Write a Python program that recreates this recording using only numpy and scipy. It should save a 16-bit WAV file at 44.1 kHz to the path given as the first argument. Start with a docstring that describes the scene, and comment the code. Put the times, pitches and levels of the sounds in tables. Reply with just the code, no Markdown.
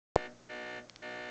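"""Floppy drive in a quiet room

One channel, as from a single close microphone: the room's tail lies well below the direct sound.
The head motor buzzes in three bursts on one pitch, a stack of steady lines with a rasp of noise in each cycle.
The sound cuts in during the first burst with a sharp pop and a thump; two small ticks fall in the second pause.
The chassis rings on briefly after each burst, over faint hiss and mains hum."""
import sys
import numpy as np
from scipy import signal
from scipy.fft import rfft, irfft
from scipy.io import wavfile
from scipy.ndimage import uniform_filter1d

SR = 44100
rng = np.random.default_rng(int(sys.argv[2]) if len(sys.argv) > 2 else 0)


def to_wav(sig):
    """Store sig (one row per channel, or 1-D mono) as 16-bit WAV at the path in sys.argv[1].

    Samples outside -1..1 are clipped; the rate is SR.
    """
    pcm = np.clip(np.atleast_2d(sig), -1, 1) * 32767
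    pcm = np.round(pcm).astype(np.int16)
    wavfile.write(sys.argv[1], SR, pcm.T)  # frames by channels


N = 57330  # length in samples
T = np.arange(N) / SR  # time in seconds


def amp(db):
    """Decibels to gain."""
    return 10 ** (np.asarray(db) / 20)


def unit(x):
    """Scales to rms 1."""
    return x / np.sqrt(np.mean(x ** 2) + 1e-20)


def read(points, hz):
    """Reads a table on a log-frequency axis."""
    f, value = np.transpose(points)
    return np.interp(np.log(hz + 1), np.log(f + 1), value)


def decay(t, t60):
    """Exponential decay by 60 dB in t60 seconds."""
    return np.exp(-np.log(1000) * t / t60)


def noise(colour):
    """Noise of a given spectrum, at rms 1."""
    gain = amp(read(colour, np.fft.rfftfreq(N, 1 / SR)))
    return unit(irfft(rfft(rng.standard_normal(N)) * gain, N))


def click(s, db, colour, size=4096):
    """One causal impulse of a given spectrum and peak level, starting at s seconds."""
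    log_gain = np.log(amp(read(colour, abs(np.fft.fftfreq(size, 1 / SR)))))
    # minimum phase: all the energy comes as early as the spectrum allows
    spectrum = np.exp(np.conj(signal.hilbert(log_gain)))
    shape = np.fft.ifft(spectrum).real[:size // 2]
    shape = shape / abs(shape).max()
    return amp(db) * np.interp(T - s, T[:len(shape)], shape, left=0, right=0)


# Colour of the hiss. Each row: frequency in Hz, relative density in dB per Hz.
AIR_COLOUR = [(15, -21), (36, 3), (55, -7), (80, -11.5), (130, -5), (180, -5.5), (290, 0), (450, -4.5),
              (620, -3.5), (900, -11), (1300, -10), (1600, -11), (2700, -18), (3400, -17.5), (4200, -17.5),
              (6400, -15.5), (8000, -24), (8800, -42.5)]
# Mains hum. Each row: frequency in Hz, level in dB rms.
HUM_LINES = [(119.5, -70), (179, -72.5), (240, -72)]
AIR_DB = -60.5  # rms


def background():
    """Steady hiss and mains hum, the hum as pure tones of random phase."""
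    hum = np.zeros(N)
    for hz, db in HUM_LINES:
        hum += amp(db) * np.sqrt(2) * np.sin(2 * np.pi * (hz * T + rng.random()))
    return amp(AIR_DB) * noise(AIR_COLOUR) + hum


# Decay of the room. Each row: frequency in Hz, t60 in seconds.
ROOM_T60 = [(150, .4), (600, .3), (2000, .22), (8000, .12)]
ROOM_DB = -16  # energy of the tail against the direct sound


def room(x):
    """A diffuse tail whose treble dies first."""
    hz, t, z = signal.stft(rng.standard_normal(SR // 2), SR, nperseg=256)
    t60 = read(ROOM_T60, hz)[:, None]
    tail = signal.istft(z * decay(t, t60), SR)[1]
    return amp(ROOM_DB) * signal.fftconvolve(x, tail / np.linalg.norm(tail))[:N]


# Colour of the opening pop. Each row: frequency in Hz, relative density in dB per Hz.
POP_COLOUR = [(30, -22.5), (400, 3.5), (800, 3), (1500, -13), (3000, -11.5), (7000, -14), (9000, -22.5)]
# Colour of the thump. Each row: frequency in Hz, relative density in dB per Hz.
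THUMP_COLOUR = [(25, -7.5), (120, -2.5), (200, -6), (270, -11), (350, -1), (480, 1.5), (600, 1.5),
                (780, -1.5), (1050, -7), (1300, -19), (2400, -28.5), (3200, -40.5), (4300, -28.5),
                (8000, -58)]
# Small ticks. Each row: start in seconds, peak level in dB before the band limit.
TICKS_AT = [(.8971, -30), (0.9608, -31)]
# Colour of the ticks. Each row: frequency in Hz, relative density in dB per Hz.
TICK_COLOUR = [(100, -19), (900, -9.5), (1600, -4.5), (2200, -0.5), (4300, 1.5), (6000, -2), (7100, -12.5),
               (8000, -42.5)]
POP_S, POP_DB, THUMP_S, THUMP_DB = .158, -18.5, .1611, -7  # starts, peaks before the band limit
BOUNCE_S, BOUNCE_DB = 0.000915, -6.5  # delay and level of the bounce against its tick
# slow settling of the recorder's offset after switch-on: depth, time constant
OFFSET_DB, OFFSET_S = -45, 0.085


def knocks():
    """The dry opening pop and thump, a settling DC offset, and two ticks that each bounce once."""
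    ticks = np.zeros(N)
    for s, db in TICKS_AT:
        ticks += click(s, db, TICK_COLOUR)
        ticks += click(s + BOUNCE_S, db + BOUNCE_DB, TICK_COLOUR)
    offset = amp(OFFSET_DB) * (T >= THUMP_S) * np.exp(-np.maximum(T - THUMP_S, 0) / OFFSET_S)
    pop = click(POP_S, POP_DB, POP_COLOUR)
    thump = click(THUMP_S, THUMP_DB, THUMP_COLOUR)
    return pop - thump - offset - ticks


ECHO_S, ECHO_HZ, ECHO_DB, ECHO_WIDTH_HZ = .0581, 611, -6.5, 150


def reflection(hz):
    """Response of the direct path plus a late reflection of the low middle."""
    late = amp(ECHO_DB) * np.exp(-2j * np.pi * hz * ECHO_S)
    return 1 + late / (1 + 2j * (hz - ECHO_HZ) / ECHO_WIDTH_HZ)


def echo(x):
    """The buzz with its late reflection, which partly cancels it while the motor runs."""
    return irfft(rfft(x, 2 * N) * reflection(np.fft.rfftfreq(2 * N, 1 / SR)))[:N]


# How fast the buzz builds up. 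Each row: frequency in Hz, time constant in seconds.
BUILD_UP = [(120, 0.025), (250, 0.015), (600, .022), (1500, 0.0068), (4500, .008)]
# How long the chassis rings on. Each row: frequency in Hz, t60 in seconds.
RING_T60 = [(120, .2), (250, .28), (380, 0.26), (600, .085), (900, .10), (1500, 0.17), (2500, 0.11),
            (4500, 0.064)]
# Runs of the head motor. Each row: start in seconds, end in seconds, level in dB.
MOTOR_RUNS = [(.080, .263, 0), (0.49, .789, 0), (1.019, 1.33, 0)]


def running(hz):
    """Level at one frequency: builds up while the motor runs, then rings out."""
    build, t60 = read(BUILD_UP, hz), read(RING_T60, hz)
    level = np.zeros(N)
    for start, end, db in MOTOR_RUNS:
        rise = 1 - np.exp(-np.maximum(T - start, 0) / build)
        level += amp(db) * rise * decay(np.maximum(T - end, 0), t60)
    return level


STOP_HZ, STOP_DB, STOP_T60_S, STOP_LAG_S = 242, -50, 0.23, .011


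def stops():
    """A low chassis ring, one decaying sine, each time the head comes to rest."""
    out = np.zeros(N)
    for _, end, _ in MOTOR_RUNS:
        age = np.maximum(T - end - STOP_LAG_S, 0)
        out += np.sin(2 * np.pi * STOP_HZ * age) * decay(age, STOP_T60_S)
    return amp(STOP_DB) * out


CYCLE_HZ = 61.06  # motor cycles per second
SWELL_AT_S = .012  # where in the cycle the swell peaks


def swell(t, depth):
    """The motor works harder once in every cycle."""
    return np.exp(depth * np.cos(2 * np.pi * CYCLE_HZ * (t - SWELL_AT_S)))


# Colour of the head carriage's rasp. Each row: frequency in Hz, relative density in dB per Hz.
RASP_COLOUR = [(100, -17.5), (300, -6.5), (700, 3.5), (1200, -3), (1900, 3), (3000, -5.5), (3400, -5.5),
               (4200, -4.5), (5200, -9.5), (7000, -10), (8500, -30)]
RASP_DB, RASP_DEPTH = -59, .45  # rms before the runs shape it; depth of the swell


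def carriage():
    """A puff of sliding noise on every motor cycle."""
    puffs = unit(swell(T, RASP_DEPTH) * noise(RASP_COLOUR))
    return amp(RASP_DB) * puffs * running(hz=3000)


def beat_phases(gains, beats, depth, swell_depth, size=512, count=6):
    """Random phases for the orders, drawn together into even beats within the cycle."""
    k, turn = np.arange(1, len(gains) + 1), np.arange(size) / size
    pulses = np.exp(depth * np.cos(2 * np.pi * beats * turn)) * swell(turn / CYCLE_HZ, swell_depth)
    phases = 2 * np.pi * rng.random(len(gains))
    for _ in range(count):
        # impose the pulse envelope on the cycle, then keep only the phases
        cycle = np.fft.ifft(np.r_[0, gains * np.exp(1j * phases)], size)
        phases = np.angle(np.fft.fft(pulses * np.exp(1j * np.angle(cycle)))[k])
    return phases


# What the chassis radiates; four steps make one motor cycle.
# Each row: order as a multiple of the cycle rate, relative level in dB.
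ORDERS = [(1, -40), (2, -18), (3, -23), (4, -9), (5, -13), (6, -4), (7, -15), (8, -8), (9, -16), (10, 0),
          (11, -12), (12, -7), (13, -19), (14, -14), (15, -11), (16, -30), (17, -23), (18, -27), (19, -14),
          (20, -17), (21, -19), (22, -29), (23, -13), (24, -7), (25, -14), (26, -14), (27, -15), (28, -18),
          (29, -1), (30, -7), (31, -16), (32, -41), (33, -19), (34, -15), (35, -7), (36, -23), (37, -27),
          (38, -12), (39, -16), (40, -19), (41, -22), (42, -17), (43, -24), (44, -20), (45, -15), (46, -22),
          (47, -28), (48, -13), (49, -28), (50, -24), (51, -17), (52, -21), (53, -37), (54, -37), (55, -43),
          (56, -33), (57, -28), (58, -19), (59, -33), (60, -22), (61, -30), (62, -36), (63, -31), (64, -21),
          (65, -39), (66, -30), (67, -21), (68, -20), (69, -23), (70, -46), (71, -30), (72, -31), (73, -36),
          (74, -28), (75, -30), (76, -28), (77, -34), (78, -37), (79, -37), (80, -40), (81, -30), (82, -36)]
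# Beats within one motor cycle: steps and chatter.
# Each row: from Hz, to Hz, beats per cycle, beat depth, depth of one swell per cycle.
BEAT_BANDS = [(0, 1080, 4, 1.2, .1), (1080, 2250, 6, .8, .3), (2250, 3250, 6, .8, 0),
              (3250, 6000, 6, .2, .45)]
BUZZ_DB = -42.5  # rms of the full buzz, reflection included
WAVER = 0.046  # rms share by which each order wavers


def stepper():
    """Evenly timed steps and chatter give a stack of clean, barely wavering lines."""
    k, db = np.transpose(ORDERS)
    lines, gains = k * CYCLE_HZ, amp(db)
    phases = np.zeros(len(lines))
    for low, high, *pattern in BEAT_BANDS:
        band = (lines >= low) & (lines < high)
        phases += band * beat_phases(gains * band, *pattern)
    # the reflection brings each line back to its table level
    sent = gains / abs(reflection(lines))
    out = np.zeros(N)
    for hz, gain, phase in zip(lines, sent, phases):
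        waver = 1 + WAVER * unit(uniform_filter1d(rng.standard_normal(N), size=2000))
        out += gain * running(hz) * waver * np.cos(2 * np.pi * hz * T + phase)
    return amp(BUZZ_DB) * out / np.sqrt(np.sum(gains ** 2) / 2)


def scene():
    """The drive in its room, with the dry knocks and the background."""
    drive = echo(stepper() + carriage()) + stops()
    return (drive + room(drive) + knocks() + background())[None]


EDGE_HZ = 8650  # upper band edge


def record(dry):
    """Silence until the pop, then a steep band limit."""
    live = dry * (T >= POP_S)
    lowpass = signal.firwin(255, EDGE_HZ, window=("kaiser", 8), fs=SR)
    return signal.oaconvolve(live, lowpass[None], "same")


dry = scene()
out = record(dry)
to_wav(out)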